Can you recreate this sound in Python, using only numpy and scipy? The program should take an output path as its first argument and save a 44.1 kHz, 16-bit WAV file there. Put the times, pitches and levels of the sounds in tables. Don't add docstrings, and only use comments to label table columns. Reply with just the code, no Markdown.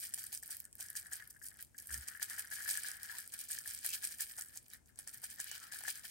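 import sys
import numpy as np
from scipy import signal
from scipy.fft import rfft, irfft, next_fast_len
from scipy.io import wavfile
from scipy.ndimage import uniform_filter1d

SR = 44100
rng = np.random.default_rng(int(sys.argv[2]) if len(sys.argv) > 2 else 0)


def level_to_linear(level):
    exponent = np.asarray(level, float) / 20
    return 10 ** exponent


def master(y):
    cut = np.clip(np.atleast_2d(y).T, -1, 1)
    pcm = np.round(cut * 32767)
    wavfile.write(sys.argv[1], SR, pcm.astype(np.int16))


N = 269010
T = np.arange(N) / SR
KINDS = 14
RING_T = np.arange(4096) / SR


def gain_at(table, hz):
    table_hz, db = np.transpose(table)
    return level_to_linear(np.interp(np.log(np.maximum(hz, 1)), np.log(table_hz), db))


def unit(x):
    return x / np.sqrt(np.mean(x ** 2))


def pair(shape, alike):
    mid, side = rng.standard_normal((2,) + shape)
    return np.array([np.sqrt(1 + alike) * mid + sign * np.sqrt(1 - alike) * side for sign in (1, -1)])


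# frequency in Hz, relative level in dB.
ROOM_COLOUR = [(20, -61), (40, -2.5), (70, 6), (120, 1.5), (175, -5), (230, -2.5), (430, -13), (750, -15),
               (1230, -22), (1650, -20), (4000, -28.5), (8400, -17.5), (16000, -33)]


def room():
    colour = gain_at(ROOM_COLOUR, np.fft.rfftfreq(N, 1 / SR))
    noise = irfft(rfft(pair((N,), alike=0.11)) * colour, N)
    port_db = np.array([[-68.7], [-72.3]])
    return unit(noise) * level_to_linear(port_db)


def fade(t, t60):
    return np.exp(-np.log(1000) * t / t60)


def curve(table):
    s, *columns = np.transpose(table)
    return [np.interp(T, s, column) for column in columns]


def favour(hz, tones_hz, bump_db, octaves):
    distance = np.log2(np.maximum(hz, 1) / tones_hz[:, None]) / octaves
    return level_to_linear(bump_db * np.exp(-.5 * distance ** 2))


def causal(gain):
    cepstrum = irfft(np.log(gain + 1e-6))
    half = cepstrum.shape[-1] // 2
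    cepstrum[..., 1:half] *= 2
    cepstrum[..., half + 1:] = 0
    return np.exp(rfft(cepstrum))


def peak_one(rings):
    peaks = np.abs(rings).max(axis=-1, keepdims=True)
    return rings / np.sqrt(np.mean(peaks ** 2, axis=0))


def strike(times, sizes, kinds, rings):
    blows = np.zeros((KINDS, N))
    at = np.clip((times * SR).astype(int), 0, N - 1)
    np.add.at(blows, (kinds, at), sizes)
    size = next_fast_len(N + rings.shape[-1])
    spectra = rfft(blows, size) * rfft(rings, size)
    return irfft(spectra.sum(axis=1), size)[:, :N]


def play_any(table, rings):
    s, db = np.transpose(table)
    return strike(s, level_to_linear(db), rng.integers(KINDS, size=len(s)), rings)


def shower(per_s, spread_db):
    chance = rng.random((40000, 4))
    times = np.cumsum(-np.log(1 - chance[:, 0])) / per_s
    signs = np.sign(chance[:, 2] - .5)
    sizes = level_to_linear(-spread_db * np.log(1 - .98 * chance[:, 1])) * signs
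    kinds = (chance[:, 3] * KINDS).astype(int)
    keep = times < N / SR
    return times[keep], sizes[keep], kinds[keep]


def rattle(rings, force, per_s, spread_db, busy_db):
    times, sizes, kinds = shower(per_s, spread_db)
    power = np.mean(sizes ** 2) * per_s / SR * np.mean(np.sum(rings ** 2, axis=-1))
    now = np.interp(times, T, force)
    share = np.clip(now / level_to_linear(busy_db), .12, 1)
    moving = rng.random(len(times)) < share
    level = now / np.sqrt(power * share)
    return strike(times, moving * sizes * level, kinds, rings)


# time in seconds, bead rattle in dB, tray ring in dB, swell in seconds, spill in seconds.
LANDINGS = [(0.055, -46.5, -67, 0.086, 0.0079), (0.148, -73, -82, .008, .012),
            (0.186, -45.5, -75, 0.0075, 0.021), (0.342, -43, -62.5, 0.019, 0.026),
            (0.436, -52.5, -68.5, 0.0065, .044), (0.5076, -46.5, -65, 0.007, 0.054),
            (0.6565, -64, -69.5, 0.025, 0.0035), (0.812, -45.5, -64.5, 0.014, 0.024),
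            (0.9708, -41, -72, 0.012, 0.016), (1.132, -47, -61, 0.015, 0.03),
            (1.304, -50, -87, 0.0059, .005), (1.464, -48, -72.5, .035, 0.02),
            (1.622, -54, -67, 0.035, 0.014), (1.785, -52.5, -66.5, 0.0064, .015),
            (1.944, -46.5, -56.5, 0.039, .034), (2.0857, -49.5, -64, 0.014, 0.0054),
            (2.2322, -41, -65, 0.018, 0.013), (2.3034, -49, -53.5, 0.021, 0.11),
            (2.394, -41, -58, 0.0089, 0.0092), (2.535, -44.5, -65, .022, 0.03),
            (2.7014, -42.5, -58, 0.026, 0.065), (2.872, -50, -53.5, 0.037, 0.06),
            (3.0381, -56, -67, 0.014, 0.046), (3.098, -58.5, -61, .017, 0.09),
            (3.1834, -52, -63, .008, 0.019), (3.342, -49, -58, .019, 0.022),
            (3.409, -49.5, -64.5, 0.019, 0.016), (3.5167, -45, -60, 0.016, 0.058),
            (3.6775, -45.5, -60, 0.018, 0.084), (3.8566, -44, -56, 0.022, 0.03),
            (3.943, -43.5, -70, 0.017, 0.012), (4.0463, -44, -56.5, 0.021, 0.029),
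            (4.123, -48.5, -65, 0.014, 0.019), (4.214, -38.5, -54.5, 0.018, 0.026),
            (4.2956, -51.5, -62.5, 0.0064, 0.034), (4.3903, -48, -58, 0.021, 0.035),
            (4.5686, -53.5, -66.5, 0.038, .012), (4.746, -56, -63, 0.041, 0.011),
            (4.892, -60, -72, .022, 0.011), (4.994, -52, -64, 0.015, 0.031),
            (5.082, -49.5, -61, 0.011, 0.015), (5.1395, -51.5, -62, 0.016, 0.036),
            (5.2413, -46, -63.5, 0.013, 0.02), (5.3069, -55, -83, 0.011, 0.027),
            (5.405, -46, -63, .012, 0.012), (5.553, -63, -60.5, 0.0089, 0.024),
            (5.6447, -55.5, -59.5, 0.032, 0.048), (5.738, -50, -55, 0.02, 0.086),
            (5.894, -43.5, -54, 0.03, 0.018), (5.96, -56, -65, .011, 0.034),
            (6.0525, -48, -57, 0.016, 0.0092)]


def spill(column):
    flow = np.zeros(N)
    for row in LANDINGS:
        start_s, swell_s, spill_s = row[0], row[3], row[4]
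        a, b = np.clip([int((start_s - .2) * SR), int((start_s + .3) * SR)], 0, N)
        t = T[a:b] - start_s
        flow[a:b] += level_to_linear(row[column]) * np.exp(np.where(t < 0, -(t / swell_s) ** 2, -t / spill_s))
    return flow


def hush():
    depth_db, lead_s, width_s = -3.5, .04, .016
    t = T[::64]
    dips = sum(np.exp(-((t - row[0] + lead_s) / width_s) ** 2) for row in LANDINGS)
    return np.interp(T, t, level_to_linear(depth_db * dips))


def bead_rings(spectrum, tones_hz, bump_db, t60, echo_db, echo_t60, alike):
    hz = np.fft.rfftfreq(len(RING_T), 1 / SR)
    onset = 1 - fade(RING_T, .001)
    shape = onset * (fade(RING_T, t60) + level_to_linear(echo_db) * fade(RING_T, echo_t60))
    colour = gain_at(spectrum, hz) * favour(hz, tones_hz, bump_db, octaves=0.34)
    spectra = rfft(pair((KINDS, len(RING_T)), alike) * shape) * causal(colour)
    lag_s = 4.5e-5 + 2e-5 * rng.standard_normal((KINDS, 1))
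    spectra[1] *= np.exp(-2j * np.pi * hz * lag_s)
    return peak_one(irfft(spectra))


# time in seconds, bead rattle in dB, tray ring in dB, scuff against rattle in dB.
ROLLING = [(0, -53, -64.5, -7), (0.3, -55, -66, -6.5), (0.41, -70, -77.5, -9.5), (0.5, -61, -66.5, -7.5),
           (0.6, -75, -75.5, -6), (0.715, -101, -89, -23), (0.78, -56.5, -65.5, -10),
           (1.22, -60.5, -62, -5), (1.37, -67, -79, -19.5), (1.55, -66.5, -65, -5.5), (1.71, -79, -103, -8),
           (1.79, -58.5, -74, -11.5), (2.05, -58.5, -56, -5.5), (2.27, -58.5, -63.5, -5.5),
           (2.47, -66.5, -62.5, -8), (2.63, -48, -52.5, -3.5), (2.82, -55.5, -62, -1.5),
           (2.96, -64, -60.5, -3), (3.17, -52, -56, -3.5), (3.29, -63.5, -80.5, -5),
           (3.45, -53.5, -66, -4.5), (3.63, -63.5, -70, -3), (3.78, -68, -72, -3), (3.92, -54, -64.5, -0.5),
           (4.3, -62.5, -70, -8), (4.65, -69.5, -83.5, -6.5), (4.76, -72, -70.5, -4), (4.84, -96, -96, -10),
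           (5.05, -73.5, -78.5, -5.5), (5.35, -59, -64.5, -5), (5.54, -55, -60, 8), (5.65, -70, -70, -2),
           (5.94, -63, -73.5, -0.5), (6.01, -71.5, -70.5, -2.5), (6.1, -52, -67, -2.5)]
# time in seconds, level in dB.
LOUD_TICKS = [(0.0442, -37), (0.0986, -47), (0.1245, -54), (0.1385, -22.5), (0.143, -21.5), (0.2203, -45),
              (0.2393, -27.5), (0.2667, -30.5), (0.3281, -43), (0.3485, -27), (0.3749, -29.5),
              (0.4268, -36), (0.4593, -34.5), (0.5076, -30.5), (0.5471, -35), (0.568, -29.5),
              (0.6019, -27.5), (0.6523, -34), (0.7281, -38.5), (0.7531, -36.5), (0.808, -31.5),
              (0.9017, -30), (0.9636, -28), (1.0664, -39.5), (1.1332, -24), (1.2754, -37.5), (1.3667, -51),
              (1.4655, -33), (1.4849, -32.5), (1.6256, -29), (1.7803, -37), (1.8715, -35.5), (1.9154, -34),
              (1.9419, -24), (2.0307, -38.5), (2.0846, -27.5), (2.2277, -21), (2.126, -42), (2.2981, -31.5),
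              (2.3944, -24.5), (2.4837, -50), (2.6293, -44), (2.7012, -23), (2.7101, -22), (2.7426, -29),
              (2.7735, -21), (2.8344, -27.5), (2.8852, -27.5), (2.9152, -29.5), (3.0314, -29),
              (3.1142, -32), (3.1846, -26.5), (3.2759, -34.5), (3.3392, -28), (3.3901, -29), (3.5103, -27),
              (3.5173, -23), (3.5871, -27), (3.6759, -30.5), (3.7478, -28.5), (3.7887, -30.5),
              (3.854, -26.5), (3.8625, -21.5), (3.89, -25.5), (3.9034, -28), (3.9538, -34), (4.0426, -22),
              (4.0506, -21), (4.0725, -27), (4.2072, -24), (4.2207, -26), (4.3863, -28), (4.4103, -29),
              (4.4213, -27), (4.4856, -39.5), (4.5734, -29), (4.6822, -44), (4.8588, -52), (4.958, -49),
              (4.989, -30.5), (5.0753, -30.5), (5.0847, -34.5), (5.2419, -29), (5.401, -25), (5.4135, -33),
              (5.4429, -32), (5.5143, -29), (5.5791, -34), (5.7881, -31.5), (5.8091, -39), (5.837, -31),
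              (5.8824, -27.5), (5.9029, -25.5)]
# frequency in Hz, relative density in dB per Hz.
BEAD_COLOUR = [(2000, -46), (2500, -35.5), (3500, -32.5), (4800, -3), (6900, -7.5), (7900, 0.5),
               (9200, 1.5), (10200, -2.5), (13500, -1.5), (15800, -5), (17000, -35)]
# frequency in Hz, relative density in dB per Hz.
SCUFF_COLOUR = [(1900, -19), (2300, 2), (2750, -8), (3100, 0.5), (3600, -4.5), (4800, 0.5), (6000, -5),
                (7200, -5)]


def beads():
    bright_hz, dull_hz = np.geomspace(7000, 13000, KINDS), np.geomspace(2400, 6000, KINDS)
    bright = bead_rings(BEAD_COLOUR, bright_hz, bump_db=10, t60=.006, echo_db=-23, echo_t60=.12, alike=.3)
    dull = bead_rings(SCUFF_COLOUR, dull_hz, bump_db=2, t60=.01, echo_db=-18, echo_t60=.14, alike=.057)
    roll_db, _, scuff_db = curve(ROLLING)
    force = level_to_linear(roll_db) * hush() + spill(column=1)
    ticking = rattle(bright, force, per_s=2800, spread_db=5, busy_db=-42.5)
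    scuffing = rattle(dull, force * level_to_linear(scuff_db), per_s=2000, spread_db=5, busy_db=-54)
    return ticking + play_any(LOUD_TICKS, bright + level_to_linear(-18) * dull) + scuffing


def play(table, tones_hz, rings):
    s, db, hz = np.transpose(table)
    nearest = np.abs(np.log(hz[:, None] / tones_hz)).argmin(axis=1)
    return strike(s, level_to_linear(db), nearest, rings)


def tray_rings(modes, tones_hz, bump_db, detune, spot_db, turn_rad):
    hz, db, t60, pan_db = np.transpose(modes)[:, :, None]
    level_spot, tune_spot, phase_spot = rng.standard_normal((3, KINDS, len(modes), 1))
    weight = favour(hz[:, 0], tones_hz, bump_db, octaves=0.078)[:, :, None] * level_to_linear(db + spot_db * level_spot)
    phase = 2 * np.pi * hz * (1 + detune * tune_spot) * RING_T
    sides = [weight * level_to_linear(sign * pan_db / 2) * fade(RING_T, t60)
             * np.sin(phase + sign * turn_rad * phase_spot) for sign in (1, -1)]
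    onset = 1 - fade(RING_T, .006)
    return peak_one(np.sum(sides, axis=2) * onset)


# frequency in Hz, relative level in dB, t60 in seconds, left minus right in dB.
FLOOR_MODES = [(1276, -11, 0.13, -6), (1387, -15.5, 0.15, -1), (1502, -8, 0.091, 15.5),
               (1590, -12.5, 0.08, 33.5), (1680, 5, 0.051, 17.5), (1790, 9.5, 0.039, 7.5),
               (1882, -5, 0.086, -16), (2103, -11, 0.17, -22.5), (2960, 10, 0.0075, -12.5)]
# frequency in Hz, relative level in dB, t60 in seconds, left minus right in dB.
BENDING_MODES = [(565, -0.5, 0.046, 17), (752, 15, 0.041, 0), (851, 15.5, 0.033, -2.5),
                 (1004, 5, 0.035, 20), (1250, 0, 0.025, 25)]
# time in seconds, peak level in dB, tone in Hz.
FLOOR_KNOCKS = [(0.1377, -47.5, 1705), (0.1771, -49.5, 1750), (0.239, -51, 1760), (0.3497, -55, 1644),
                (0.429, -48.5, 1754), (0.5468, -54, 1790), (0.9004, -50, 1760), (0.9523, -42, 1710),
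                (0.9738, -47, 1850), (1.0591, -45.5, 1710), (1.118, -43, 1616), (1.1993, -42.5, 1845),
                (1.2232, -46.5, 1760), (1.362, -52.5, 1627), (1.4153, -48, 1630), (1.5151, -53, 1710),
                (1.5919, -49.5, 1510), (1.746, -52.5, 1610), (1.8927, -44.5, 1717), (1.9052, -39, 1590),
                (2.15, -40.5, 1656), (2.197, -40.5, 1730), (2.2185, -37.5, 1532), (2.3058, -40.5, 1810),
                (2.3791, -39, 1620), (2.5128, -40.5, 1680), (2.5233, -41, 1630), (2.5647, -43.5, 1680),
                (2.5851, -38, 1760), (2.6056, -40, 1650), (2.6585, -37, 1626), (2.6774, -35, 1710),
                (2.6854, -39, 1630), (2.7128, -41, 1710), (2.7413, -46, 1670), (2.7532, -37.5, 1715),
                (2.7792, -38, 1680), (2.846, -38, 1660), (3.096, -40.5, 1730), (3.1508, -44, 1705),
                (3.5015, -44, 1660), (3.5779, -42, 1760), (3.6577, -40.5, 1710), (3.8478, -40.5, 1620),
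                (4.0298, -45, 1650), (4.198, -42.5, 1703), (4.385, -45, 1540), (4.745, -60, 1700),
                (5.073, -50, 1662), (5.3843, -46.5, 1710), (5.3977, -42, 1618), (5.4636, -46, 1620),
                (5.5135, -48, 1600), (5.5559, -53, 1710), (5.6591, -58, 1630), (5.7205, -41.5, 1647),
                (5.8512, -38, 1680), (5.8796, -35.5, 1707)]
# time in seconds, level in dB.
DEEP_THUDS = [(0.1761, -58.5), (0.3268, -59), (0.4285, -63.5), (0.4914, -61), (0.7977, -57), (1.1224, -61),
              (2.219, -56.5), (2.3841, -59), (2.5228, -59.5), (2.6849, -56.5), (3.1503, -68), (3.1708, -62),
              (3.3349, -64), (3.5005, -65), (3.6711, -60.5), (3.8463, -55), (4.0348, -57), (4.2119, -62),
              (4.3835, -52), (4.5611, -63), (4.9877, -61), (5.0715, -61.5), (5.2341, -56), (5.3942, -55),
              (5.5135, -57), (5.7345, -55), (5.8083, -54.5), (5.8362, -53), (5.8791, -47.5),
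              (6.0403, -61.5)]


def tray():
    tones_hz = np.geomspace(1350, 1900, KINDS)
    floor = tray_rings(FLOOR_MODES, tones_hz, bump_db=13, detune=.012, spot_db=3, turn_rad=.35)
    deep = tray_rings(BENDING_MODES, tones_hz / 2, bump_db=2, detune=.02, spot_db=2.5, turn_rad=.35)
    force = level_to_linear(curve(ROLLING)[1]) * hush() + spill(column=2)
    ringing = rattle(floor, force, per_s=650, spread_db=4, busy_db=-57.5)
    bending = rattle(deep, level_to_linear(-24.5) * force, per_s=550, spread_db=0, busy_db=-78.5)
    thuds = play_any(DEEP_THUDS, deep + level_to_linear(5.5) * floor)
    return ringing + play(FLOOR_KNOCKS, tones_hz, floor) + thuds + bending


# start in seconds, end in seconds, frequency in Hz, level in dB.
ROUGH_TONES = [(5.47, 5.575, 2950, -58), (5.48, 5.56, 5900, -63), (5.5, 5.6, 1480, -63),
               (5.58, 5.71, 1350, -63), (3.11, 3.19, 950, -67), (4.722, 4.744, 3900, -65),
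               (3.87, 3.96, 2650, -58), (1.88, 2.02, 240, -71)]


def rubs():
    out = np.zeros((2, N))
    for start_s, end_s, hz, db in ROUGH_TONES:
        a, b = int(start_s * SR), int(end_s * SR)
        phase = 2 * np.pi * hz * T[a:b]
        rough = uniform_filter1d(pair((2, b - a), alike=.6), int(SR / (60 + .07 * hz)))
        tone = rough[:, 0] * np.sin(phase) + rough[:, 1] * np.cos(phase)
        out[:, a:b] += level_to_linear(db) * np.sqrt(np.hanning(b - a)) * unit(tone)
    return out


# time of the height in seconds, frequency in Hz, rms level at the height in dB.
TABLE_BUMPS = [(1.935, 69, -52.5), (1.977, 118, -60.5), (1.996, 67.5, -53)]


def thump():
    width_s = 0.029
    return sum(np.sqrt(2) * level_to_linear(db) * np.exp(-((T - s) / width_s) ** 2) * np.sin(2 * np.pi * hz * (T - s))
               for s, hz, db in TABLE_BUMPS)


def scene():
    return room() + beads() + tray() + rubs() + thump()


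def band_limit(x):
    return signal.sosfilt(signal.butter(12, 17070, fs=SR, output="sos"), x)


def record(dry):
    low_pass = signal.ellip(8, .2, 60, 15900, fs=SR, output="sos")
    mix = signal.sosfilt(low_pass, dry)
    return band_limit(mix)


dry = scene()
out = record(dry)
master(out)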